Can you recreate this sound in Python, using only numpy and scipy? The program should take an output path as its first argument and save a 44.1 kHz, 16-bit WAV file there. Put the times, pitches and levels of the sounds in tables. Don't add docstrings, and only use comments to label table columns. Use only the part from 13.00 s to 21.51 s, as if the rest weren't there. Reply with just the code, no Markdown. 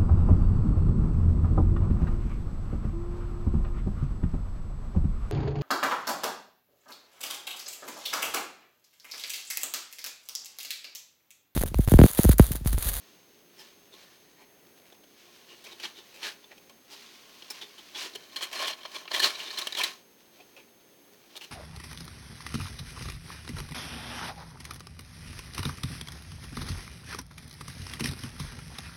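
import sys
import numpy as np
from scipy import signal
from scipy.fft import rfft, irfft, next_fast_len
from scipy.io import wavfile
from scipy.ndimage import map_coordinates

SR = 44100
rng = np.random.default_rng(int(sys.argv[2]) if len(sys.argv) > 2 else 0)


def log_audio(samples):
    frames = np.atleast_2d(samples).T
    limited = np.clip(frames, -1, 1)
    pcm = np.round(limited * 32767).astype(np.int16)
    wavfile.write(sys.argv[1], SR, pcm)


N = 375291


def amp(db):
    return 10 ** (np.asarray(db) / 20)


def unit(x):
    return x / np.sqrt(np.mean(x ** 2) + 1e-20)


def along(points, hz):
    point_hz, value = np.transpose(points)
    return np.interp(np.log(hz + 1), np.log(point_hz + 1), value)


def wobble(rate):
    return map_coordinates(rng.standard_normal(int(N * rate / SR) + 4), [np.arange(N) * rate / SR])


def filtered(x, response):
    n = x.shape[-1]
    padded = next_fast_len(n + 4096)
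    return irfft(rfft(x, padded) * response(np.fft.rfftfreq(padded, 1 / SR)), padded)[..., :n]


def modes(table, f, spread_db=0):
    total = 0
    change_db = spread_db * rng.standard_normal(len(table))
    for k, (center, width, db) in enumerate(table):
        resonance = 1j * f * width / (center * center - f * f + 1j * f * width)
        total = total + (-1) ** k * amp(db + change_db[k]) * resonance
    return total


def grit(count, grain_s, depth_db):
    step = max(grain_s * SR, 1)
    sizes = np.minimum(rng.exponential(size=int(count / step) + 3), 3)
    size = np.interp(np.arange(count) / step, np.arange(len(sizes)), sizes)
    return unit(amp(depth_db * size) * rng.standard_normal(count))


def treble(f, corner_hz=6500):
    return 1 / (1 + (corner_hz / (f + 1)) ** 8)


# [dB per Hz, relative]
AIR_COLOUR = [(20, 1), (60, -8), (120, -4.5), (190, -0.5), (400, -1), (600, -3.5), (1150, -11), (2350, -11),
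              (5800, -16.5), (7000, -21.5), (16500, -12.5)]


def room_air():
    hiss = unit(filtered(rng.standard_normal(N), lambda f: amp(along(AIR_COLOUR, f))))
    return amp(-59.5 + 0.64 * wobble(3.7)) * hiss


MOTOR_HZ = 58.44
# multiple [of MOTOR_HZ], level_db [dB rms before the swell]
MOTOR_ORDERS = [(3, -81.5), (4, -77), (5, -75), (6, -72.5), (7, -73), (9, -83)]


def motor_hum():
    turn = 2 * np.pi * np.cumsum(MOTOR_HZ * (1 + 0.00215 * wobble(1.603))) / SR
    hum = np.zeros(N)
    for multiple, db in MOTOR_ORDERS:
        swell = amp(2.5 * wobble(9))
        hum += amp(db) * swell * np.sin(round(multiple) * turn + rng.uniform(0, 2 * np.pi))
    return np.sqrt(2) * hum


# pitch_hz [Hz], level_db [dB rms before the flicker]
THIN_WHINE = (6375, -71)


def whine():
    pitch_hz, level_db = THIN_WHINE
    t = np.arange(N) / SR
    flicker = amp(1.2 * wobble(8))
    return np.sqrt(2) * amp(level_db) * flicker * np.sin(2 * np.pi * pitch_hz * t + wobble(12))


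# time_s [s], pitch_hz [Hz], level_db [dB rms]
TONE_PATH = [(0, 1880, -72), (0.1, 1900, -75), (0.2, 1900, -95), (0.88, 1740, -95), (0.97, 1750, -75),
             (1.25, 1850, -76), (1.5, 1900, -75), (1.65, 1900, -95)]


def faint_tone():
    time_s, pitch_hz, level_db = np.transpose(TONE_PATH)
    t = np.arange(N) / SR
    phase = 2 * np.pi * np.cumsum(np.interp(t, time_s, pitch_hz)) / SR + 2.2 * wobble(90)
    fuzzy = amp(5 * wobble(60)) * np.sin(phase)
    return amp(np.interp(t, time_s, level_db)) * unit(fuzzy)


# freq_hz [Hz], t60_s [s]
WALL_DECAY = [(200, 0.47), (10000, 0.059)]


def walls(x):
    hz, t, noise = signal.stft(rng.standard_normal(SR // 2), SR, nperseg=256)
    decay = amp(-60 * t / along(WALL_DECAY, hz)[:, None])
    tail = signal.istft(noise * decay, SR, nperseg=256)[1]
    delayed = np.pad(x, (300, 0))
    return signal.fftconvolve(delayed, tail / np.linalg.norm(tail))[:N]


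# [dB per Hz, relative]
SHAVINGS_COLOUR = [(90, -52), (200, -12.5), (400, 0), (490, -10.5), (700, -5), (1330, -3), (1800, -1.5),
                   (3000, 1.5), (4200, 0.5), (6000, -3.5), (7500, -11), (17300, -20)]


def shuffling():
    swells = amp(4 * wobble(9) + 3 * wobble(40))
    grains = swells * grit(N, grain_s=0.0017, depth_db=6.5)
    flakes = filtered(grains, lambda f: amp(along(SHAVINGS_COLOUR, f)))
    return amp(-70.0) * unit(flakes)


# time_s [s], wire_share [0-1, power share of the rustle from paws on wire]
WIRE_SHARE = [(3.5, 0.22), (3.9, 0.046), (5.1, 0.13), (5.3, 1), (6.9, 0.63), (7.1, 0.33)]


def on_mesh(t):
    return np.interp(t, *np.transpose(WIRE_SHARE))


# time_s [s], level_db [dB]
RUSTLE_LEVEL = [(0.0, -59.5), (0.46, -73), (0.64, -54.5), (0.85, -73), (1.0, -58.5), (1.5, -76.5),
                (1.8, -99), (2.2, -58.5), (3.15, -58.5), (3.4, -62.5), (3.86, -72), (3.98, -54),
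                (4.47, -55), (5.3, -54.5), (6.07, -55.5), (6.33, -43.5), (6.7, -46.5), (6.95, -53),
                (7.15, -91), (7.37, -63.5), (7.93, -85), (8.44, -54), (8.51, -63)]
# full_s [s, reaches full strength], hold_s [s], level_db [dB]
DRAGS = [(0.97, 0.04, -60.5), (2.662, 0.037, -50), (2.837, 0.014, -40), (3.239, 0.046, -37),
         (3.911, 0.03, -50.5), (4.523, 0.061, -50.5), (4.969, 0.089, -39), (5.395, 0.058, -43),
         (5.544, 0.16, -36.5), (5.923, 0.042, -45.5), (6.137, 0.037, -37.5), (6.244, 0.029, -29),
         (6.597, 0.034, -42), (6.783, 0.086, -36)]
SCUFF_RISE_DB_PER_S, SCUFF_FADE_DB_PER_S = 450, 307


def effort(t):
    power = amp(np.interp(t, *np.transpose(RUSTLE_LEVEL))) ** 2
    for full_s, hold_s, level_db in DRAGS:
        rise_db = SCUFF_RISE_DB_PER_S * np.maximum(full_s - t, 0)
        fade_db = SCUFF_FADE_DB_PER_S * np.maximum(t - full_s - hold_s, 0)
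        power += amp(level_db - rise_db - fade_db) ** 2
    return np.sqrt(power)


# freq_hz [Hz], width_hz [Hz], level_db [dB]
MESH_MODES = [(1750, 90, -2), (2020, 80, -2), (2340, 70, -2), (2740, 90, 0), (3090, 120, -2),
              (3390, 120, -1), (4190, 80, 1), (4760, 70, -4)]
# freq_hz [Hz], width_hz [Hz], level_db [dB]
TUBE_MODES = [(600, 90, -10), (1075, 55, 0)]
HOLLOW_LITTER_DB, HOLLOW_WIRE_DB = -14.5, -8


def rustle():
    t = np.arange(N) / SR
    share = on_mesh(t)
    paws = grit(N, grain_s=.0025, depth_db=3) * amp(1.8 * wobble(25) + 1.5 * wobble(70))
    fur = grit(N, grain_s=.001, depth_db=2.5) * amp(1.4 * wobble(20))

    def wire_colour(f):
        return amp(along(SHAVINGS_COLOUR, f)) * (.85 + modes(MESH_MODES, f))

    def fur_colour(f):
        return amp(along(SHAVINGS_COLOUR, f)) * modes([(4550, 22000, 0)], f)

    wire = unit(filtered(paws, wire_colour))
    brush = unit(filtered(fur, fur_colour))
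    hollow = unit(filtered(paws, lambda f: modes(TUBE_MODES, f)))
    tube_db = HOLLOW_LITTER_DB + (HOLLOW_WIRE_DB - HOLLOW_LITTER_DB) * share
    return effort(t) * (np.sqrt(share) * wire + np.sqrt(1 - share) * brush + amp(tube_db) * hollow)


# peak_s [s], level_db [dB, top rms], length_s [s]
TUBE_LANDINGS = [(0.939, -65, .014), (2.515, -64, .025), (3.702, -60, 0.0087), (5.37, -48, .01),
                 (5.411, -45, .006), (5.601, -37, .008), (5.637, -38, 0.025), (5.704, -46, .008),
                 (5.791, -51.5, 0.0091), (5.856, -41, 0.0071), (5.96, -44, .01), (6.017, -51, .007),
                 (6.058, -48, .005), (6.117, -37, .006), (6.146, -41, 0.011), (6.165, -37, 0.0076),
                 (6.2, -38, .008), (6.587, -47, 0.01), (6.62, -41, 0.0099), (6.672, -37, 0.0038),
                 (6.802, -33.5, 0.0066), (8.355, -52, .004)]
# peak_s [s], level_db [dB, top rms], length_s [s], pitch_hz [Hz]
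LOOSE_LANDINGS = [(1.415, -64, .025, 980), (1.926, -60, .007, 676), (2.852, -47, .007, 835),
                  (3.235, -53, .015, 870), (3.52, -57, 0.013, 550), (4.956, -56, 0.022, 348),
                  (5.06, -49.5, 0.023, 350), (5.16, -46, 0.008, 400), (7.404, -54.5, .01, 720),
                  (7.579, -56, 0.021, 510)]
LOOSE_WIDTH_HZ = 75


def taps():
    lead = SR // 20
    out, t = np.zeros(N + SR), np.arange(-lead, SR // 8) / SR
    landings = [(*row, TUBE_MODES) for row in TUBE_LANDINGS]
    landings += [(*row, [(pitch_hz, LOOSE_WIDTH_HZ, 0)]) for *row, pitch_hz in LOOSE_LANDINGS]
    for peak_s, level_db, length_s, body in landings:
        push = np.exp(-(t / length_s) ** 2)
        note = filtered(push * grit(len(t), grain_s=0.00087, depth_db=3.5), lambda f: modes(body, f))
        note *= np.linalg.norm(push) / np.linalg.norm(note)
        out[round(peak_s * SR):][:len(t)] += amp(level_db) * note
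    return out[lead:lead + N]


# [dB, treble tilt]
CLAW_TICKS = [(2.641, -48.5, 3480, 0.015, 12), (2.799, -42, 2780, 0.011, -1), (3.141, -52, 2590, 0.053, 8),
              (3.23, -39.5, 2800, 0.031, -19), (3.441, -50, 3530, 0.0086, -8), (3.696, -52, 2450, 0.011, 7),
              (4.423, -42, 3150, 0.0055, -9), (4.503, -35, 5200, 0.015, 12),
              (4.614, -40.5, 3530, 0.029, -1), (4.948, -40, 3420, 0.042, -10),
              (5.361, -31, 3270, 0.014, 5.5), (5.409, -38, 3230, .007, -11), (5.529, -36, 2740, 0.011, 8),
              (5.833, -43.5, 3450, 0.005, -1), (6.054, -47, 3380, .0073, -6),
              (6.078, -38, 2740, 0.0069, -29), (6.196, -22.5, 4100, 0.012, 6.5),
              (6.399, -39.5, 2910, 0.041, -1), (6.505, -36, 4220, 0.012, -4),
              (6.574, -29, 3870, 0.0073, -1), (6.671, -25.5, 3310, 0.004, 5),
              (6.724, -30.5, 3900, 0.0061, 2), (6.751, -28.5, 3980, .0033, 1), (6.77, -33, 3320, 0.012, 6),
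              (6.785, -29.5, 3340, 0.0098, 8), (6.836, -22, 3980, 0.0099, 8.5),
              (7.565, -52, 2460, 0.044, 1), (8.356, -44, 3270, 0.0043, -4), (8.411, -43, 2850, 0.017, 5)]
TICK_RISE_S = 0.00086
# [dB, treble tilt]
CLAW_STROKES = [(0.604, -50, 5230, 0.022, 8), (0.94, -52.5, 3620, 0.017, 4), (1.035, -58, 3880, .009, 10),
                (1.415, -60, 2220, 0.033, 5), (1.926, -57, 3460, 0.0089, 3), (2.04, -58, 3210, 0.0059, 8),
                (2.515, -53.5, 2880, 0.032, 0), (2.668, -47, 2430, .01, -3), (2.723, -46.5, 3600, 0.012, 1),
                (2.84, -37, 4370, 0.0074, -26), (2.853, -35.5, 3050, 0.0084, -26),
                (2.983, -49.5, 3600, 0.029, 2), (3.265, -40, 1680, 0.032, -16),
                (3.52, -50.5, 1900, 0.013, -9), (3.581, -53.5, 2550, 0.0062, 5),
                (3.931, -50.5, 4930, 0.023, 9), (4.789, -46.5, 3160, 0.0096, 4),
                (5.138, -49, 3890, 0.0057, 3), (5.157, -35.5, 3230, 0.0058, 6),
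                (5.326, -54, 3480, 0.0092, -2), (5.433, -31, 3290, 0.012, 9),
                (5.598, -34.5, 2900, 0.0086, -1), (5.637, -34.5, 3380, 0.027, -29),
                (5.679, -30.5, 3370, .009, 5), (5.702, -36, 2750, 0.0073, 1),
                (5.733, -37, 3360, 0.0044, -8), (5.792, -51, 2490, 0.0072, 0), (5.817, -49, 3250, .009, -7),
                (5.857, -37.5, 3380, 0.0067, -8), (5.96, -36, 3350, 0.0087, -17),
                (6.017, -58, 3350, .007, 1), (6.117, -32, 4450, 0.0074, -1.5),
                (6.146, -26.5, 3360, 0.012, 2.5), (6.164, -27, 3300, 0.0043, 5),
                (6.227, -26, 3240, 0.0077, 6), (6.245, -20.5, 4280, 0.018, 0),
                (6.355, -37, 3930, 0.0076, -5), (6.471, -41.5, 3700, 0.028, -9),
                (6.544, -43, 3960, 0.0076, -12), (6.59, -30.5, 3380, 0.0088, 8),
                (6.619, -31.5, 3980, 0.0061, 3), (6.802, -33, 2750, .0065, 3),
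                (6.815, -25.5, 2420, 0.007, 2), (7.405, -56.5, 2520, 0.02, -2),
                (8.371, -40, 3700, .009, 7.5), (8.442, -44.5, 2860, 0.014, 6)]
# freq_hz [Hz], width_hz [Hz], level_db [dB]
TRAY_MODES = [(370, 75, 0), (560, 75, -5), (850, 75, -6)]
KNOCK_DB, KNOCK_GROWS = -15.5, 0.4


def scratches():
    lead = SR // 20
    out, t = np.zeros(N + SR), np.arange(-lead, SR // 8) / SR
    claws = [(*row, TICK_RISE_S) for row in CLAW_TICKS] + [(*row, row[3]) for row in CLAW_STROKES]
    for peak_s, level_db, pitch_hz, fall_s, bright_db, rise_s in claws:
        bite = np.exp(-(t / rise_s) ** 2)
        release = np.exp(-(t / fall_s) ** 2) + 0.11 * np.exp(-t / (2 * fall_s))
        stroke = np.where(t < 0, bite, release)
        force = stroke * grit(len(t), grain_s=0.00093, depth_db=3.2)
        share = on_mesh(peak_s)

        def grate_colour(f):
            mesh = .5 + np.sqrt(share) * modes(MESH_MODES, f, spread_db=5)
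            nearest_wire = modes([(pitch_hz, 260, 6)], f)
            return amp(along(SHAVINGS_COLOUR, f) + bright_db * treble(f)) * (mesh + nearest_wire)

        def knock_colour(f):
            return share * modes(TUBE_MODES, f) + (1 - share) * modes(TRAY_MODES, f, spread_db=6.5)

        def scale(v):
            return v * np.linalg.norm(stroke) / np.linalg.norm(v)

        grate = scale(filtered(force, grate_colour))
        knock = scale(filtered(force, knock_colour))
        knock_db = KNOCK_DB + (KNOCK_GROWS - 1) * (level_db + 40)
        out[round(peak_s * SR):][:len(t)] += amp(level_db) * (grate + amp(knock_db) * knock)
    return out[lead:lead + N]


def scene():
    room = room_air() + motor_hum() + whine() + faint_tone()
    rats = shuffling() + rustle() + taps() + scratches()
    echo = amp(-16) * walls(rats)
    return (room + rats + echo)[None]


TOP_HZ = 17330


def record(dry):
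    return filtered(dry, lambda f: (f < TOP_HZ) * (1j * f / (120 + 1j * f)))


dry = scene()
out = record(dry)
log_audio(out)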